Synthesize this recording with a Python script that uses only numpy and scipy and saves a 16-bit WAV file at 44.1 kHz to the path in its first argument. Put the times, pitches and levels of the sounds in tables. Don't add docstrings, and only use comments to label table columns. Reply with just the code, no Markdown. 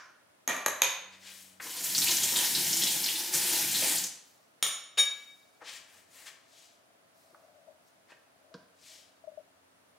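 import sys
import numpy as np
from scipy import signal
from scipy.fft import rfft, irfft
from scipy.io import wavfile
from scipy.ndimage import uniform_filter1d

SR = 44100
rng = np.random.default_rng(int(sys.argv[2]) if len(sys.argv) > 2 else 0)


def inscribe(sig):
    pcm = np.round(np.clip(np.atleast_2d(sig).T, -1, 1) * 32767)
    wavfile.write(sys.argv[1], SR, pcm.astype(np.int16))


def gain_from_db(level_db):
    decades = np.asarray(level_db, float) / 20
    return 10 ** decades


N = 440115
LEAD = 4410
HZ = np.fft.rfftfreq(512, 1 / SR)

# pitch_hz, level_db (per Hz)
FLOOR = [(15, -87), (25, -66), (50, -28), (76, -12), (153, -11.5), (263, -10), (451, -11), (641, -6),
         (695, -11.5), (1330, -12.5), (2500, -18.5), (5730, -24), (10000, -26.5), (16000, -31)]
# start_s, pitch_hz
MOTOR = [(-.2, 98), (1.57, 94.6), (5.4, 91), (8.0, 90.9), (8.7, 92.3), (10.1, 89.5)]
IDLE_DB = [-99, -99.5, -89.5]
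# start_s, end_s, order1_db, order2_db, order3_db
SPELLS = [
    (0.945, 2.1, -77.5, -70, -84),
    (5.552, 6.342, -86.5, -89, -91.5),
    (6.999, 8.202, -89, -91.5, -98.5),
    (8.198, 10.106, -85.5, -96.5, -84),
]

# peak_s, level_db, rise_s, fall_s
GRIP = [(6.9, -69, 9.8, 1.9), (7.45, -57.5, 0.47, 0.73), (7.68, -54.5, 0.043, 0.2),
        (8.14, -66.5, 0.048, .07), (8.54, -58, 0.38, 0.28), (8.91, -61.5, 0.039, 0.41),
        (9.38, -61, 0.033, 0.18), (9.46, -69, .3, 0.543), (9.98, -64, 0.099, .11)]
# start_s, peak_db, pitch_hz, length_s
CREAKS = [(7.49, -61.5, 610, 0.018), (7.685, -50, 613, 0.019), (7.702, -58, 594, 0.017),
          (9.243, -49, 645, 0.013), (9.27, -56, 631, 0.053), (9.278, -41.5, 621, 0.02),
          (9.321, -52.5, 607, 0.016), (9.338, -56.5, 610, 0.018), (9.378, -41, 622, 0.017),
          (9.403, -50.5, 600, 0.013)]

# peak_s, level_db, rise_s, fall_s
RUSTLES = [(4.262, -57.5, 0.042, 0.27), (5.12, -58, 0.044, 0.72), (7.174, -62.5, 0.054, 0.6),
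           (7.878, -63.5, 0.09, .065)]
# pitch_hz, level_db (per Hz)
CLOTH = [(2500, -28.5), (4000, 2), (5300, 3.5), (7000, 1), (12000, -2.5), (16000, -3)]
# peak_s, hiss_db, length_s, low_part_db, top_part_db
SCUFFS = [(1.137, -50, 0.09, -14, -17), (1.277, -42, 0.19, -21, -9), (1.355, -50.5, 0.4, -24, 9.5),
          (5.625, -58.5, 0.043, 12, -8.5), (5.688, -36.5, 0.12, -20, -15), (5.735, -41, 0.15, -18.5, -4),
          (5.942, -57.5, 0.24, -12.5, 5), (6.188, -51, 0.24, -13.5, 6), (6.275, -43, 0.069, -13, 0),
          (6.589, -52.5, 0.35, -30.5, -6), (8.109, -56, 0.071, -6.5, -13), (8.908, -45.5, 0.3, -30.5, -6.5)]
# pitch_hz, level_db (per Hz)
SOLE = [(180, -43), (300, -16), (593, -10), (1230, -7.5), (1460, -9), (1610, -2), (3400, -6.5),
        (7690, -9.5), (16000, -24)]

# start_s, level_db, spoon_in_stream (0-1)
FLOW = [(1.624, -38.5, 1), (1.74, -35, 1), (2.01, -25.5, 0.15), (2.11, -24, 1), (2.18, -27.5, 0.3),
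        (2.42, -25, 1), (2.52, -26.5, 0.5), (2.62, -25.5, 0.45), (2.99, -27, 0.57), (3.23, -30.5, 1),
        (3.32, -34, 1), (3.34, -23.5, 0.65), (3.44, -26, 0.86), (3.58, -23.5, 0.89), (3.68, -27.5, 0.37),
        (3.84, -25, 0.84), (3.92, -24.5, 1), (4.04, -34.5, 0)]
# pitch_hz, level_db (per Hz)
SPRAY = [(410, -44), (700, -1.5), (971, -13), (1170, -18.5), (1460, -6.5), (2000, -3.5), (3500, -3.5),
         (6150, -1.5), (15000, 0.5), (16000, -18.5)]
# pitch_hz, level_db (per Hz)
DRUM = [(18, -85), (30, -49.5), (60, -19.5), (164, 5), (298, 1), (348, 3), (420, -5), (524, -1.5),
        (562, -14), (666, -13), (971, -5.5), (1150, -11.5), (1800, -4.5), (2340, -31.5), (3960, -120)]
# start_s, peak_db, pitch_hz
SPLASHES = [(1.841, -15, 7000), (1.947, -11.5, 4500), (1.979, -6, 6070), (2.017, -11, 3960),
            (2.081, -14, 6240), (2.1115, -10, 5640), (2.1676, -9.5, 6064), (2.233, -4.5, 6960),
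            (2.3564, -15, 3650), (2.5479, -10.5, 4500), (2.728, -9.5, 5800), (2.7666, -10, 7390),
            (2.8354, -11.5, 7400), (2.8678, -11.5, 3800), (2.8881, -39.5, 3970), (3.0382, -12, 5330),
            (3.3366, -11.5, 6850), (3.5087, -18, 8730), (3.7098, -21.5, 4630), (3.752, -18, 3760),
            (3.9557, -8.5, 9900), (3.9799, -11, 6800), (4.0372, -12.5, 6400), (4.066, -18.5, 7700)]
# start_s, level_db, centre_hz, length_s
SLOSHES = [(2.073, -29, 3900, 0.037), (2.054, -34.5, 2730, 0.052), (2.171, -38.5, 3317, .03),
           (2.215, -34.5, 3580, .03), (2.354, -30.5, 3600, 0.032), (2.38, -34.5, 3230, 0.041),
           (2.366, -30, 8000, 0.036), (2.563, -35, 4250, 0.04), (2.814, -30, 3550, 0.028),
           (2.816, -32.5, 5600, 0.052), (2.887, -44, 4100, 0.018), (3.053, -32.5, 4060, 0.028),
           (3.079, -34.5, 3000, .03), (3.153, -35.5, 3740, 0.038), (1.84, -33.5, 11600, 0.025),
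           (3.335, -32, 6600, 0.046), (3.505, -36, 5460, 0.057), (3.737, -34.5, 4100, 0.047),
           (3.865, -31, 8500, 0.079)]
# pitch_hz, level_db
GURGLE = (348, -56)
GURGLE_S = 2.25, 3.8

# start_s, peak_db, centre_hz, width_hz, pan_db (left minus right)
TAPS = [(1.599, -28.5, 1570, 1850, 2.5), (3.823, -26.5, 447, 700, -1), (3.824, -22.5, 2430, 1810, -1),
        (5.612, -46, 1270, 681, 0), (6.257, -50, 2240, 675, 1), (7.328, -57, 309, 249, 5.5),
        (7.346, -40, 1003, 800, -1), (8.118, -47, 1710, 500, -8), (8.118, -48, 2640, 502, -6),
        (8.118, -46, 565, 700, 7)]
# (pitch_hz, level_db per Hz)
BUMPS = [
    (-.06, -34.5, 0.0064, [(59, -76), (100, -41), (180, -41), (553, -13), (1420, 6.5), (3590, -13), (5980, -4), (11000, -44), (14300, -55.5), (22000, -120)]),
    (8.5401, -40, 0.0097, [(59, -59), (100, -34), (172, -0.5), (398, -15.5), (477, -0.5), (741, -69), (981, -12), (1270, -20), (1590, -11), (1860, -35), (4870, -22), (12000, -60), (15600, -78), (22000, -120)]),
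]

# start_s, ring_db, knock_db, damping (factor on t60), pan_db (left minus right)
BLOWS = [
    (0.4761, -36.5, -16, 0.98, -0.4),
    (0.661, -35.5, -18.5, 0.29, 0.5),
    (.818, -38, -14, 0.65, -0.5),
    (4.625, -29.5, -14.5, 0.78, 0.5),
    (4.972, -25, -27.5, 0.74, 2.5),
]
STRUCK_ON = [0, 0, 0, 1, 2]
# rise_s, first_swing_db (over the ring), swing_length_s, spoon_db (over the glass),
# brightness_db (per octave)
CONTACTS = [(0.00014, 15.5, 0.0036, -10.5, -2.2), (0.00016, 16, 0.0044, -11, 1.5),
            (0.0003, 28, 0.003, 10.5, -0.5), (0.0008, 0.5, 0.006, 0.5, 1), (0.017, 20.5, 0.055, 1.5, 4)]
# delay_s, level_db
BOUNCES = [
    [(.0195, -7.5), (.068, -21), (.089, -14)],
    [(.021, -8.5)],
    [(.019, -18), (.026, -15), (.088, -22.5)],
    [(0.038, -11.5)],
    [],
]
# direct_db, lag_s (through the counter before the room answers)
PATHS = [(-9, .005), (3, .002), (-0.5, .004), (-1, .003), (3, .001)]
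# pitch_hz, level_db (per Hz)
KNOCKS = [
    [(59, -70.5), (100, -22.5), (248, -0.5), (293, -7), (604, -2.5), (1170, -3), (2520, -6.5), (4980, -15),
     (6510, -16.5), (8520, -18.5), (14000, -28.5)],
    [(59, -54.5), (100, -20), (617, -3.5), (713, -8), (1030, -2.5), (2470, -7.5), (5300, -21.5),
     (6510, -9.5), (8520, -16.5), (9850, -21), (14000, -35.5)],
    [(59, -75), (100, -23), (346, -19), (534, -6), (713, -7.5), (1630, -7.5), (2570, -4.5), (4880, -13.5),
     (6510, -12), (8180, -17), (14000, -32.5)],
    [(59, -41.5), (110, -22.5), (824, -11.5), (1300, -9.5), (2870, -6), (3400, 1.5), (4500, -13),
     (6910, -4), (8000, -19), (10400, -14.5), (13000, -25.5), (15500, -25)],
    [(60, -18.5), (150, -17.5), (450, -10), (1500, -6.5), (3000, 1), (5000, -4.5), (8000, -16),
     (14000, -25.5)],
]
# pitch_hz, width_hz, level_db
NOTES = [
    [(662, 95, -9.5), (1186, 38, 2), (1430, 32, -4.5), (1880, 140, -4), (2370, 83, -3), (3660, 71, -9)],
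    [(619, 90, -6), (800, 57, -1), (1180, 38, -3.5), (1650, 33, -5.5), (1850, 160, -7), (3970, 200, 2)],
    [(530, 50, 0), (976, 27, -4), (2000, 80, -7.5), (2430, 220, -6.5), (3620, 170, 2.5), (5190, 71, -8.5)],
    [(1324, 64, -4.5), (2250, 32, -7.5), (3710, 60, -0.5), (4480, 56, -13.5), (5330, 47, -8),
     (5600, 27, -0.5), (5880, 87, -10)],
    [(521.7, 71, -3), (1177, 25, 0)],
]

SPOON_HZ = [1160, 1665, 2277, 3731, 5490, 5636, 6785, 6985, 8678, 9120, 12350, 2923, 3045, 4253]
# t60_s (free), rim_db, tip_db, flat_db
SPOON = [(0.35, -40, -29.5, -28.5), (1, -46.5, -44, -12.5), (1.2, -44.5, -31.5, -10), (0.9, -16, -21, -4),
         (.75, -42, -16, -19), (.75, -30.5, -18.5, -18), (0.75, -20.5, -10.5, -9.5), (0.79, -42, -22, -19),
         (0.45, -42, -22, -21.5), (0.4, -26, -4, -10), (0.4, -32, -24, -22.5), (0.5, -40, -27.5, -28),
         (.45, -38.5, -18, -19.5), (0.24, -32, -36, -28.5)]
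GLASS_HZ = [2515, 3960, 6410, 10165, 11590, 12600, 13860, 14465, 15300, 6310, 6650]
# t60_s (free), rim_db, tip_db, flat_db
GLASS = [(.2, -21, -43, -43), (0.43, -27.5, -25, -30), (0.15, -1.5, -32, -35.5), (0.68, -13.5, -16, -25.5),
         (0.35, -8.5, -23.5, -49.5), (.33, -13.5, -14.5, -27), (.31, -16.5, -17.5, -33),
         (.32, -19.5, -12, -26), (.1, -41.5, -25, -60.5), (.3, -14, -35, -37), (0.26, -4.5, -37.5, -44)]
TWIN_SPLIT = [.0052, .0014, .0052]
TWIN_SHARE = [.35, .75, .85]
WET_PITCH = [.984, 1, 1]
SPOON_HELD = [1.2, 0.89, 0.92]
GLASS_HELD = [0.94, 0.71, 0.86]
SWING_LOSS_DB = [0.4, 0.1, 8.5]
ROCK_DB = [1.5, 3, 3]

# pitch_hz, t60_s
KITCHEN = [(100, 0.46), (400, 0.51), (1500, 0.69), (4000, 0.56), (9000, 0.42), (16000, 0.27)]
# pitch_hz, side_minus_mid_db
WIDTH = [(60, -18), (180, -22.5), (550, -9.5), (1650, -10), (4970, -8), (15000, -5.5)]


def evened(x):
    return x / np.sqrt(np.mean(x ** 2) + 1e-20)


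def noise(n):
    return rng.standard_normal(n)


def timeline():
    return np.arange(N + LEAD) / SR - LEAD / SR


def read(points, hz):
    f, value = np.transpose(points)
    return np.interp(np.log(hz + 1), np.log(f + 1), value)


def follow(rows, t, off=-120):
    s, *columns = np.transpose(rows)
    return [np.interp(t, s, c, off, off) for c in columns]


def panned(x, db):
    return np.array([x * gain_from_db(db / 2), x * gain_from_db(-db / 2)])


def add(mix, s, sound):
    part = mix[:, LEAD + round(s * SR):][:, :sound.shape[1]]
    part += sound[:, :part.shape[1]]


def resonate(x, hz, width):
    turn = np.exp(2j * np.pi * np.cumsum(hz * np.ones(len(x))) / SR)
    r = np.exp(-np.pi * width / SR)
    return 2 * (turn * signal.lfilter([1 - r], [1, -r], x / turn)).real


def coloured(x, points):
    db = read(points, abs(np.fft.fftfreq(4096, 1 / SR)))
    log_gain = np.log(gain_from_db(np.maximum(db, -90)))
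    taps = np.fft.ifft(np.exp(np.conj(signal.hilbert(log_gain)))).real[:2048]
    return signal.oaconvolve(x, taps / np.linalg.norm(taps))[:len(x)]


def unit(points):
    db = read(points, HZ)[:, None]
    return db - 10 * np.log10(np.mean(gain_from_db(2 * db)))


def swell(t, s, db, rise, fall, bend):
    return np.maximum(db - 20 * (abs(t - s) / np.where(t < s, rise, fall)) ** bend, -120)


def within(t, start, end):
    return np.clip(np.minimum(t - start, end - t) / 0.16, 0, 1)


def hiss(field_db, patchy_db, flicker_db):
    t = np.arange((N + LEAD) // 128 + 5) * 128 / SR - LEAD / SR
    a, b, patches = rng.standard_normal((len(t), len(HZ), 3)).T
    patches = uniform_filter1d(patches, size=24, axis=0)
    patches = evened(uniform_filter1d(patches, size=6, axis=1))
    flicker = evened(uniform_filter1d(noise(len(t)), size=3))
    z = (a + 1j * b) * gain_from_db(field_db(t) + patchy_db * patches + flicker_db * flicker)
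    return signal.istft(z, nperseg=512, noverlap=384)[1][:N + LEAD] / np.sqrt(6 * len(HZ))


def background():
    t = timeline()
    mid, side = (evened(coloured(noise(len(t)), FLOOR)) for _ in range(2))
    side = gain_from_db(1.5) * signal.lfilter([1, -1], [1, -.96], side)
    turns = np.cumsum(follow(MOTOR, t)[0]) / SR
    orders = gain_from_db(IDLE_DB)[:, None]
    for start, end, *db in SPELLS:
        orders = orders + gain_from_db(db)[:, None] * within(t, start, end)
    tones = gain_from_db(-83.5) * evened(resonate(noise(len(t)), 9420, 45))
    for k, level in enumerate(orders):
        tones += level * np.sqrt(2) * np.sin(2 * np.pi * (k + 1) * turns)
    return gain_from_db(-62.5 - 6.0) * np.array([mid + side, mid - side]) + tones


def camera_shell():
    t = timeline()
    grip_db = np.max([swell(t, *row, 1) for row in GRIP], axis=0)
    hz = np.interp(grip_db, [-70, -60], [668, 615])
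    rub = resonate(resonate(noise(len(t)), hz, 140), hz, 140)
    mix = panned(gain_from_db(grip_db - 5.5) * evened(rub), 8.3)
    for s, peak_db, hz, length in CREAKS:
        u = np.arange(round(4 * length * SR)) / SR / length
        creak = np.e * 3 * u * np.exp(-3 * u) * np.sin(2 * np.pi * hz * u * length)
        add(mix, s - .004, panned(gain_from_db(peak_db) * creak, 14.6))
    return mix


def clothes():
    def field_db(t):
        return np.max([swell(t, *row, 0.96) for row in RUSTLES], axis=0) + 3 + unit(CLOTH)
    return panned(hiss(field_db, patchy_db=1.51, flicker_db=1.5), 0.63)


def slippers():
    rise_share, bend = 0.45, 1.87

    def field_db(t):
        low = 1 / (1 + (HZ[:, None] / 2200) ** 4)
        top = 1 / (1 + (8500 / (HZ[:, None] + 1)) ** 4)
        steps = []
        for s, db, length, low_db, top_db in SCUFFS:
            slide_db = swell(t, s, db, rise_share * length, (1 - rise_share) * length, bend)
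            steps.append(slide_db + low * (low_db + 12.0) + top * (top_db + 2.5))
        return np.max(steps, axis=0) + 5.23 + unit(SOLE)
    return panned(hiss(field_db, patchy_db=1.2, flicker_db=.8), 4.5)


def tap_flow():
    start, end = FLOW[0][0], FLOW[-1][0]
    air = [(start - .022, -50, 1), (start - .2 * .022, -45, 1)]
    last_drops = [(end + 0.072, -71, 0), (end + 0.21, -71, 0)]
    return air + list(FLOW) + last_drops


def spray(flow_db, spoon):
    free_hz, spoon_hz = 6400, 4630

    def field_db(t):
        level_db, dipped = follow(tap_flow(), t)
        centre_hz = free_hz + (spoon_hz - free_hz) * np.clip(dipped, 0, 1)
        hump = np.exp(-.5 * (np.log(HZ[:, None] / centre_hz + 1e-3) / 0.77) ** 2)
        return level_db - 3.5 + unit(SPRAY) + 9.7 * hump
    out = hiss(field_db, patchy_db=1.9, flicker_db=1.3)
    n = len(out)
    drops = gain_from_db(4.2 * np.minimum(rng.exponential(1, n), 4))
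    drops = drops * (rng.random(n) < 4000 / SR) * rng.choice([-1, 1], n)
    return out + gain_from_db(flow_db - 13.0) * evened(coloured(drops, SPRAY))


def basin(t, flow_db, spoon, lumpy):
    drum = coloured(noise(len(t)), DRUM) * gain_from_db(2.4 * lumpy)
    boom = signal.sosfiltfilt(signal.butter(2, 330, fs=SR, output="sos"), drum)
    bowl_hz = 938 + (1044 - 938) * spoon - 87 * (t - FLOW[0][0])
    hollow = evened(resonate(drum - boom, bowl_hz, 76))
    patter = 0.91 * evened(drum - boom) + 0.56 * hollow
    lag = round(0.019 * SR)
    boom_level = uniform_filter1d(gain_from_db(flow_db - 16.5 - 17.5 * spoon), lag, origin=lag // 2 - 1)
    return boom_level * evened(boom) + gain_from_db(flow_db - 36 + 14.5 * spoon) * patter


def drain(t, lumpy):
    hz, db = GURGLE
    hz = hz + 12 * evened(uniform_filter1d(lumpy, size=4000))
    return gain_from_db(db + 2.5) * within(t, *GURGLE_S) * evened(resonate(noise(len(t)), hz, 2.6))


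def splash(peak_db, hz):
    u = np.arange(3000) / SR
    burst = evened(resonate(resonate(noise(len(u)), hz, 0.43 * hz), hz, 0.5 * hz))
    burst = burst * np.exp(-u * hz / 55.5) * (1 - np.exp(-u / 0.001424))
    return panned(gain_from_db(peak_db - 12.5) * burst, 0.88)


def slosh(db, hz, length):
    u = np.arange(round(3 * length * SR)) / SR / length
    uneven = evened(uniform_filter1d(noise(len(u)), size=150))
    spits = noise(len(u)) * gain_from_db(3.5 * uneven)
    body = evened(resonate(resonate(spits, hz, 0.34 * hz), hz, 0.47 * hz))
    return panned(gain_from_db(db) * body * 3 * u * np.exp(1 - 3 * u), 0.9)


def water():
    t = timeline()
    flow_db, spoon = follow(tap_flow(), t)
    spoon = np.clip(spoon, 0, 1)
    lumpy = evened(uniform_filter1d(noise(len(t)), size=1500))
    stream = spray(flow_db, spoon) + basin(t, flow_db, spoon, lumpy) + drain(t, lumpy)
    mix = panned(stream, 1.15)
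    for s, *row in SPLASHES:
        add(mix, s, splash(*row))
    for s, *row in SLOSHES:
        add(mix, s, slosh(*row))
    return mix


def tap(peak_db, hz, width, pan_db, decay):
    push = noise(2000) * signal.windows.tukey(4000, .01)[:2000] * np.exp(-np.arange(2000) / SR / decay)
    body = resonate(resonate(resonate(push, hz, width), hz, width), hz, width)
    return panned(gain_from_db(peak_db - 4.0) * body / abs(body).max(), pan_db)


def kitchen(x):
    taps = np.zeros((2, SR))
    at = np.arange(130, SR - 20, 20) + rng.integers(0, 20, (2, (SR - 131) // 20))
    np.put_along_axis(taps, at, rng.choice([-1., 1.], at.shape), 1)
    taps *= (1 - np.exp(-np.arange(SR) / SR / 0.00081)) ** 2
    hz, t, z = signal.stft(taps, SR, nperseg=256)
    z[1] *= gain_from_db(read(WIDTH, hz) + 1.5)[:, None]
    z = z * gain_from_db(-60 * t / read(KITCHEN, hz)[:, None])
    mid, side = signal.istft(z, SR, nperseg=256)[1]
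    tail = np.array([mid + side, mid - side]) / np.linalg.norm(mid)
    return signal.fftconvolve(x, tail, axes=1)[:, :x.shape[1]]


def knock(db, rise, length, colour):
    t = np.arange(SR // 5) / SR
    burst = rfft(noise(len(t)) * (1 - np.exp(-t / rise)) * np.exp(-t / length))
    smooth = np.sqrt(uniform_filter1d(abs(burst) ** 2, size=25))
    push = irfft(burst / smooth, len(t)) * np.exp(-t / (3 * length))
    return gain_from_db(db) * np.sqrt(length * SR / 2) * coloured(push / np.linalg.norm(push), colour)


def ring(db, damping, rise, first_db, length, spoon_db, bright_db, struck_on):
    t = np.arange(SR * 4 // 5) / SR
    onset = (1 - np.exp(-t / rise)) ** 2
    first = onset * np.exp(-(t / length) ** 2)
    out = np.zeros(len(t))
    modes = list(zip(list(SPOON_HZ) + list(GLASS_HZ), list(SPOON) + list(GLASS)))
    for k, (hz, (t60, *drive_db)) in enumerate(modes):
        phase, split = rng.random(2)
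        spoon = k < len(SPOON)
        hz = hz * (WET_PITCH[struck_on] if spoon else 1)
        t60 = t60 * (SPOON_HELD if spoon else GLASS_HELD)[struck_on]
        twin_hz = hz * (1 + TWIN_SPLIT[struck_on] * (1 if spoon else 1 + split))
        swing = onset
        if struck_on > 0 or not spoon:
            octaves = abs(np.log2(hz / 3731))
            swing = onset + gain_from_db(first_db - SWING_LOSS_DB[struck_on] * octaves) * first
        pair = swing * np.sin(2 * np.pi * (hz * t + phase))
        pair += onset * np.sin(2 * np.pi * (twin_hz * t + phase)) * TWIN_SHARE[struck_on]
        rocking = np.sin(2 * np.pi * (6 * (1 + split) * t + phase))
        rocking += np.sin(2 * np.pi * (6 * (4.2 + phase) * t + split))
        pair *= gain_from_db(ROCK_DB[struck_on] * rocking * np.minimum(t / .1, 1))
        level_db = drive_db[struck_on] + spoon_db * spoon + bright_db * np.log2(hz / 6400)
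        out += gain_from_db(level_db - 60 * t / (damping * t60)) * pair
    return gain_from_db(db) * out


def scene():
    rings, knocks, direct, near, laid = np.zeros((5, 2, N + LEAD))
    blows = zip(BLOWS, CONTACTS, STRUCK_ON, KNOCKS, BOUNCES, PATHS, NOTES)
    for blow, (rise, *choke), struck_on, colour, bounces, (direct_db, lag), notes in blows:
        s, ring_db, knock_db, damping, pan_db = blow
        for delay, db in [(0.00061, 0)] + list(bounces):
            at = s + delay
            tone = ring(ring_db + db, damping, rise, *choke, struck_on)
            add(laid if struck_on == 2 else rings, at, panned(tone, pan_db))
            thud = knock(knock_db - 4.5 + db, rise, rise + 0.0028, colour)
            body = sum(gain_from_db(note_db + 8.0) * resonate(thud, hz, width) for hz, width, note_db in notes)
            thud = panned(thud + body, pan_db)
            add(direct, at, gain_from_db(direct_db) * thud)
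            add(knocks, at + lag, thud)
    for mix, (s, db, length, colour) in zip((knocks, near), BUMPS):
        add(mix, s, panned(knock(db, 0.0008, length, colour), -0.73))
    for s, *row in TAPS:
        if s > 6.2:
            add(near, s, tap(*row, decay=0.0055))
        else:
            add(rings, s, tap(*row, decay=0.014))
    wash = gain_from_db(-0.5) * (water() + slippers() + clothes())
    sent = gain_from_db(-3.5) * rings + gain_from_db(-0.5) * knocks + gain_from_db(-4.5) * wash + gain_from_db(-7.0) * near
    sent += gain_from_db(-15) * laid
    dry_sounds = rings + direct + wash + near + laid
    return (dry_sounds + kitchen(sent) + camera_shell() + background())[:, LEAD:]


def low_pass(x):
    return signal.sosfilt(signal.butter(12, 16970, fs=SR, output="sos"), x)


def record(dry):
    cut = signal.sosfilt(signal.butter(3, 85, "high", fs=SR, output="sos"), dry)
    band_limit = signal.firwin(255, 16000, window=("kaiser", 7), fs=SR)
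    cut = signal.oaconvolve(cut, band_limit[None], "same")
    return low_pass(cut)


dry = scene()
out = record(dry)
inscribe(out)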